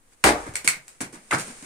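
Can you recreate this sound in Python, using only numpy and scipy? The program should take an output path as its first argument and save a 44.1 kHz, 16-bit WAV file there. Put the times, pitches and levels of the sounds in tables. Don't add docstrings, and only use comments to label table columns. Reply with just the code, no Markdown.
import sys
import numpy as np
from scipy import signal
from scipy.fft import rfft, irfft
from scipy.io import wavfile

SR = 44100
rng = np.random.default_rng(int(sys.argv[2]) if len(sys.argv) > 2 else 0)


def master_out(mix):
    frames = np.transpose(np.atleast_2d(mix))
    ceiling = np.clip(frames, -1, 1)
    pcm = np.round(ceiling * 32767).astype(np.int16)
    wavfile.write(sys.argv[1], SR, pcm)


N = 72765


# delay after the blow in seconds, hold in seconds, fade in seconds, energy in dB.
BITE = (0, .0055, .018, -30.8)
TEAR = (0, .056, .075, -27.4)
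RUMBLE = (0, 0.12, 0.96, -38.5)
# frequency in Hz, relative level in dB per Hz.
BITE_COLOUR = [(30, -32), (300, -19), (700, -9), (1100, 0), (2200, -1), (3200, -8), (6000, -12),
               (9000, -9.5), (11000, -18), (16000, -26)]
TEAR_COLOUR = [(25, -34), (45, -19), (70, -8.5), (150, -9), (330, 0), (520, -4), (850, 1), (1200, -5.5),
               (2200, -7), (3000, -15), (4500, -13), (6700, -17), (9000, -9), (10800, -24), (15500, -34)]
RUMBLE_COLOUR = [(25, -3), (65, 2.5), (130, -9), (300, -6.5), (600, 1), (1000, -2), (2200, -8.5),
                 (3200, -22.5), (9000, -22.5), (15000, -43)]
CHOP_S = .2394
BLOW_GRAIN_DB = 3.5
BITE_ROOM_DB, TEAR_ROOM_DB, RUMBLE_ROOM_DB = -5.5, -4, -2

# start in seconds, energy in dB.
FIBRE_CRACKS = [(.2485, -38.5), (.2585, -39), (.2690, -36), (.2880, -36), (.3050, -42), (.3225, -45.5)]
# frequency in Hz, relative level in dB per Hz.
CRACK_COLOUR = [(30, -29.5), (70, -5), (150, -10), (330, 1), (520, -4), (850, -0.5), (1300, -11.5),
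                (2200, -10), (3000, -22), (9000, -29), (15500, -46.5)]
CRACK_HOLD_S, CRACK_FADE_S, CRACK_ROOM_DB = 0.00447, .008, -5.5

# frequency in Hz, energy in dB, 60 dB decay in seconds.
BLOCK_MODES = [(66.8, -47.5, 0.38), (173.7, -48.5, 0.25), (269, -48.5, 0.15), (301.4, -38, 0.2),
               (362, -42, 0.1), (399.3, -46, 0.19), (431.5, -48, 0.45), (591, -39.5, .068),
               (660, -47, 0.16), (717, -47, .27), (761, -43, 0.11), (840, -49.5, 0.238), (965, -44, 0.17)]
BLOCK_DELAY_S, BLOCK_RISE_S, BLOCK_ROOM_DB = 0.00398, 0.007, -6.5

# start in seconds, contact length in seconds, ring energy in dB, snap energy in dB, snap room in dB.
CLACKS = [(0.5551, 0.0032, -46, -43, 1), (0.6761, 0.00255, -33, -32.5, 1), (0.88, 0.0026, -84, -60.5, -1.5),
          (1.0053, 0.0043, -55, -58, -2)]
# frequency in Hz, relative energy in dB, 60 dB decay in seconds.
PIECE_MODES = [(1525, -11, 0.015), (2188, 0, .009), (4350, -9, 0.008), (6040, -11.5, 0.011),
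               (7790, -6.5, .008), (9010, -9, .011)]
# frequency in Hz, relative level in dB per Hz.
SNAP_COLOUR = [(60, -25.5), (600, -17.5), (1000, -8.5), (1500, -4.5), (2200, -1.5), (2500, -0.5),
               (3100, -8.5), (4500, -6), (6500, -4.5), (8200, 5), (9500, -1), (10800, -9.5), (15500, -22)]
RING_RISE_SHARE = 0.59
RING_ROOM_DB, SNAP_FADE_S = -4.5, 0.0058

# start in seconds, pitch in Hz, energy in dB.
TUMBLES = [(1.3102, 2080, -45), (1.3173, 1550, -44.5), (1.3251, 1276, -39), (1.3325, 821, -44),
           (1.3468, 1423, -43.5), (1.357, 1090, -52), (1.3785, 1460, -50)]
# multiple of the pitch, relative energy in dB, 60 dB decay in seconds.
HALF_LOG_MODES = [(.55, -13, .016), (1, 0.5, .014), (1.27, -5.5, 0.014), (1.8, -13, .008)]
TUMBLE_RISE_S, TUMBLE_ROOM_DB = .0007, -6.5

# start in seconds, scrape length in seconds,
# thud pitch in Hz, then the energies of thud, knock and grit in dB.
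LANDINGS = [ (0.462, 0.033, 300, -54.5, -56, -62), (0.487, 0.018, 102, -55, -72, -76),
            (0.537, 0.013, 448, -67.5, -67, -61.5), (0.6429, .024, 303, -56, -57.5, -47.5),
            (.668, 0.023, 156, -60, -57, -67), (.765, 0.0194, 169, -68, -66, -69),
            (1.0058, .006, 306, -51.5, -54.5, -54), (1.0105, 0.011, 295, -52, -54.5, -47.5),
            (1.027, 0.024, 152, -58, -59, -60.5), (1.123, 0.036, 292, -59.5, -64.5, -60),
            (1.146, .045, 211, -65, -63, -73), (1.308, .016, 330, -70, -47.5, -49.5),
            (1.327, .008, 295, -44.5, -41.5, -53.5), (1.332, 0.017, 188, -47.5, -42, -48),
            (1.346, 0.0084, 160, -47.5, -50, -54.5), (1.38, 0.039, 191, -68, -56.5, -46.5),
            (1.466, 0.046, 243, -57.5, -60, -58), (1.621, .03, 260, -60.5, -67.5, -62.5)]
# multiple of the pitch, relative level in dB per Hz.
THUD_COLOUR = [(.15, -27.5), (.55, -12), (1, 1), (1.4, -9), (3, -24.5), (12, -57)]
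# frequency in Hz, relative level in dB per Hz.
KNOCK_COLOUR = [(25, -42.5), (60, -30), (150, -14.5), (450, -6), (700, -0.5), (950, -1), (1300, -3.5),
                (1600, 1), (1850, -4.5), (2200, -0.5), (3000, -15.5), (5000, -16), (12000, -45)]
GRIT_COLOUR = [(30, -41), (100, -24), (1000, -18.5), (2300, -1), (3300, -8.5), (4500, -8), (6500, -2),
               (8200, 0.5), (9500, 3), (10600, -12), (15500, -23)]
THUD_FADE_S, KNOCK_FADE_S, GRIT_FADE_S = 0.019, 0.017, 0.039
KNOCK_GRAIN_DB, GRIT_GRAIN_DB = 2.5, 4.5
THUD_ROOM_DB, LANDING_ROOM_DB = -5.5, -2.5

# time in seconds, rms level in dB.
RUSTLE_LEVEL = [(0, -70.5), (.11, -63), (.135, -56), (.16, -67), (.3, -49), (.42, -45.5), (.53, -52.5),
                (.7, -51), (.84, -58.5), (.91, -53), (.98, -59.5), (1.2, -57), (1.29, -53), (1.43, -40.5),
                (1.54, -45.5), (1.65, -46.5)]
# frequency in Hz, relative level in dB per Hz.
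RUSTLE_COLOUR = [(60, -3), (200, -3.5), (330, -1), (470, 2), (620, -3), (900, -5), (2200, -2), (3300, -9),
                 (5500, -7), (8000, -1), (9700, -.5), (10400, -16.5), (15500, -30.5)]
HISS_COLOUR = [(15, 21.5), (35, 10.5), (80, 2.5), (300, 1.5), (600, -5.5), (2000, -10.5), (5000, -22),
               (8500, -13), (9800, -10), (11000, -18), (15500, -22)]
RUSTLE_GRAIN_DB, HISS_DB = 1.5, -60.5

# frequency in Hz, 60 dB decay in seconds.
BARN_T60 = [(60, 0.38), (250, 0.22), (550, 0.3662), (900, 0.24), (2000, 0.2427), (5000, 0.1939),
            (9000, 0.1541), (15000, 0.2163)]
# frequency in Hz, side over mid in dB.
WIDTH = [(40, -9), (130, -15.5), (300, -12), (600, -6.5), (1100, 1.5), (2500, -0.5), (8000, 1), (15000, -1)]
WALL_S, WALL_SPREAD_S, TAIL_RISE_S = 0.0072, 0.0053, 0.006
WALL_DB = -5.5
DIRECT_SIDE_DB = -2

SWELL_SHARE, SAG_DB = .1, -3.4
CEILING, EDGE_HZ = .9, 15700


def chop():
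    out = np.zeros((2, N))
    layers = [
        (BITE, BITE_COLOUR, BITE_ROOM_DB),
        (TEAR, TEAR_COLOUR, TEAR_ROOM_DB),
        (RUMBLE, RUMBLE_COLOUR, RUMBLE_ROOM_DB)]
    for (delay, hold, fade, db), points, room_db in layers:
        contact = burst(hold, fade, BLOW_GRAIN_DB, points)
        add(out, CHOP_S + delay, amp(db) * barn(contact, room_db))
    for start, db in FIBRE_CRACKS:
        crack = burst(CRACK_HOLD_S, CRACK_FADE_S, 0, CRACK_COLOUR)
        add(out, start, amp(db) * barn(crack, CRACK_ROOM_DB))
    boom = ring(BLOCK_MODES, BLOCK_RISE_S)
    add(out, CHOP_S + BLOCK_DELAY_S, barn(boom, BLOCK_ROOM_DB))
    return out


def clacks():
    out = np.zeros((2, N))
    for start, contact, ring_db, snap_db, room_db in CLACKS:
        piece = unit(ring(PIECE_MODES, RING_RISE_SHARE * contact))
        snap = burst(contact, SNAP_FADE_S, 0, SNAP_COLOUR)
        add(out, start, amp(ring_db) * barn(piece, RING_ROOM_DB))
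        add(out, start, amp(snap_db) * barn(snap, room_db))
    return out


def tumble():
    out = np.zeros((2, N))
    for start, hz, db in TUMBLES:
        modes = [(hz * multiple, mode_db, t60) for multiple, mode_db, t60 in HALF_LOG_MODES]
        knock = unit(ring(modes, TUMBLE_RISE_S))
        add(out, start, amp(db) * barn(knock, TUMBLE_ROOM_DB))
    return out


def landings():
    out = np.zeros((2, N))
    for start, length, hz, thud_db, knock_db, grit_db in LANDINGS:
        thud_points = [(hz * multiple, db) for multiple, db in THUD_COLOUR]
        thud = amp(thud_db) * burst(length, THUD_FADE_S, 0, thud_points)
        knock = amp(knock_db) * burst(length, KNOCK_FADE_S, KNOCK_GRAIN_DB, KNOCK_COLOUR)
        grit = amp(grit_db) * burst(length, GRIT_FADE_S, GRIT_GRAIN_DB, GRIT_COLOUR)
        add(out, start, barn(thud, THUD_ROOM_DB) + barn(knock + grit, LANDING_ROOM_DB))
    return out


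def background():
    level = amp(np.interp(np.arange(N) / SR, *np.transpose(RUSTLE_LEVEL)))
    rustle = level * wash(RUSTLE_COLOUR, RUSTLE_GRAIN_DB)
    hiss = amp(HISS_DB) * wash(HISS_COLOUR, 0)
    return rustle + hiss


def wash(points, grain_db):
    mid = colour(grains(N, grain_db), points)
    side = colour(colour(grains(N, grain_db), points), WIDTH)
    return unit(np.array([mid + side, mid - side])) * np.sqrt(2 * N)


def barn(x, room_db, size=40):
    smear = unit(rng.standard_normal(size))
    mid = x + amp(room_db) * signal.fftconvolve(x, echoes())[:len(x)]
    direct_side = amp(DIRECT_SIDE_DB) * np.convolve(x, smear)[:len(x)]
    echo_side = amp(room_db) * signal.fftconvolve(x, echoes())[:len(x)]
    side = colour(direct_side + echo_side, WIDTH)
    return unit(np.array([mid + side, mid - side])) * np.sqrt(2 * SR * np.sum(x ** 2))


def echoes(size=256):
    t = clock()
    tail_noise, wall_noise = rng.choice([-1., 1.], (2, len(t)))
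    hz, frame_s, bins = signal.stft(tail_noise, SR, nperseg=size)
    decayed = bins * fall(frame_s, read(BARN_T60, hz)[:, None])
    tail = signal.istft(decayed, SR, nperseg=size)[1][:len(t)]
    tail = unit(tail * (1 - np.exp(-t / TAIL_RISE_S)))
    half_spread = WALL_SPREAD_S / 2
    wall = wall_noise * np.exp(-((t - WALL_S - half_spread) / half_spread) ** 2)
    return unit(tail + amp(WALL_DB) * unit(wall))


def burst(hold_s, fade_s, grain_db, points):
    t = clock()
    swell = np.minimum((t + 1 / SR) / max(SWELL_SHARE * hold_s, 1e-5), 1)
    sag = amp(SAG_DB * np.minimum(t / max(hold_s, 1e-5), 1))
    shape = fall(np.maximum(t - hold_s, 0), fade_s) * swell * sag
    run = grains(len(t), grain_db) * shape
    for _ in range(3):
        flat = irfft(np.exp(1j * np.angle(rfft(run))))
        run = flat * np.sqrt(shape)
    return unit(colour(run, points))


def ring(modes, rise_s):
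    t = clock()
    onset = 1 - np.exp(-t / max(rise_s, 1e-5))
    total = np.zeros(len(t))
    for hz, db, t60 in modes:
        total += amp(db) * unit(onset * fall(t, t60) * np.sin(2 * np.pi * hz * t))
    return total


def grains(count, grain_db, size=24):
    strength = amp(grain_db * np.clip(rng.standard_normal(count // size + 1), -2, 2))
    return rng.standard_normal(count) * np.repeat(strength, size)[:count]


def colour(x, points, size=4096):
    log_gain = np.log(amp(read(points, abs(np.fft.fftfreq(size, 1 / SR)))))
    spectrum = np.exp(np.conj(signal.hilbert(log_gain)))
    taps = np.fft.ifft(spectrum).real[:size // 2]
    return signal.fftconvolve(x, taps)[:len(x)]


def fall(t, t60):
    return np.exp(-np.log(1000) * np.minimum(t / np.maximum(t60, 1e-4), 10))


def clock(size=20000):
    return np.arange(size) / SR


def read(points, hz):
    f, value = np.transpose(points)
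    return np.interp(np.log(hz + 1), np.log(f), value)


def amp(db):
    return 10 ** (np.asarray(db) / 20)


def unit(x):
    return x / np.sqrt(np.sum(x ** 2) + 1e-20)


def add(mix, s, sound):
    part = mix[:, max(round(s * SR), 0):][:, :sound.shape[1]]
    part += sound[:, :part.shape[1]]


def scene():
    return chop() + clacks() + tumble() + landings() + background()


def record(dry):
    soft = dry / (1 + (dry / CEILING) ** 6) ** (1 / 6)
    low_pass = signal.firwin(201, EDGE_HZ, window=("kaiser", 8), fs=SR)
    return signal.oaconvolve(soft, low_pass[None], "same")


dry = scene()
out = record(dry)
master_out(out)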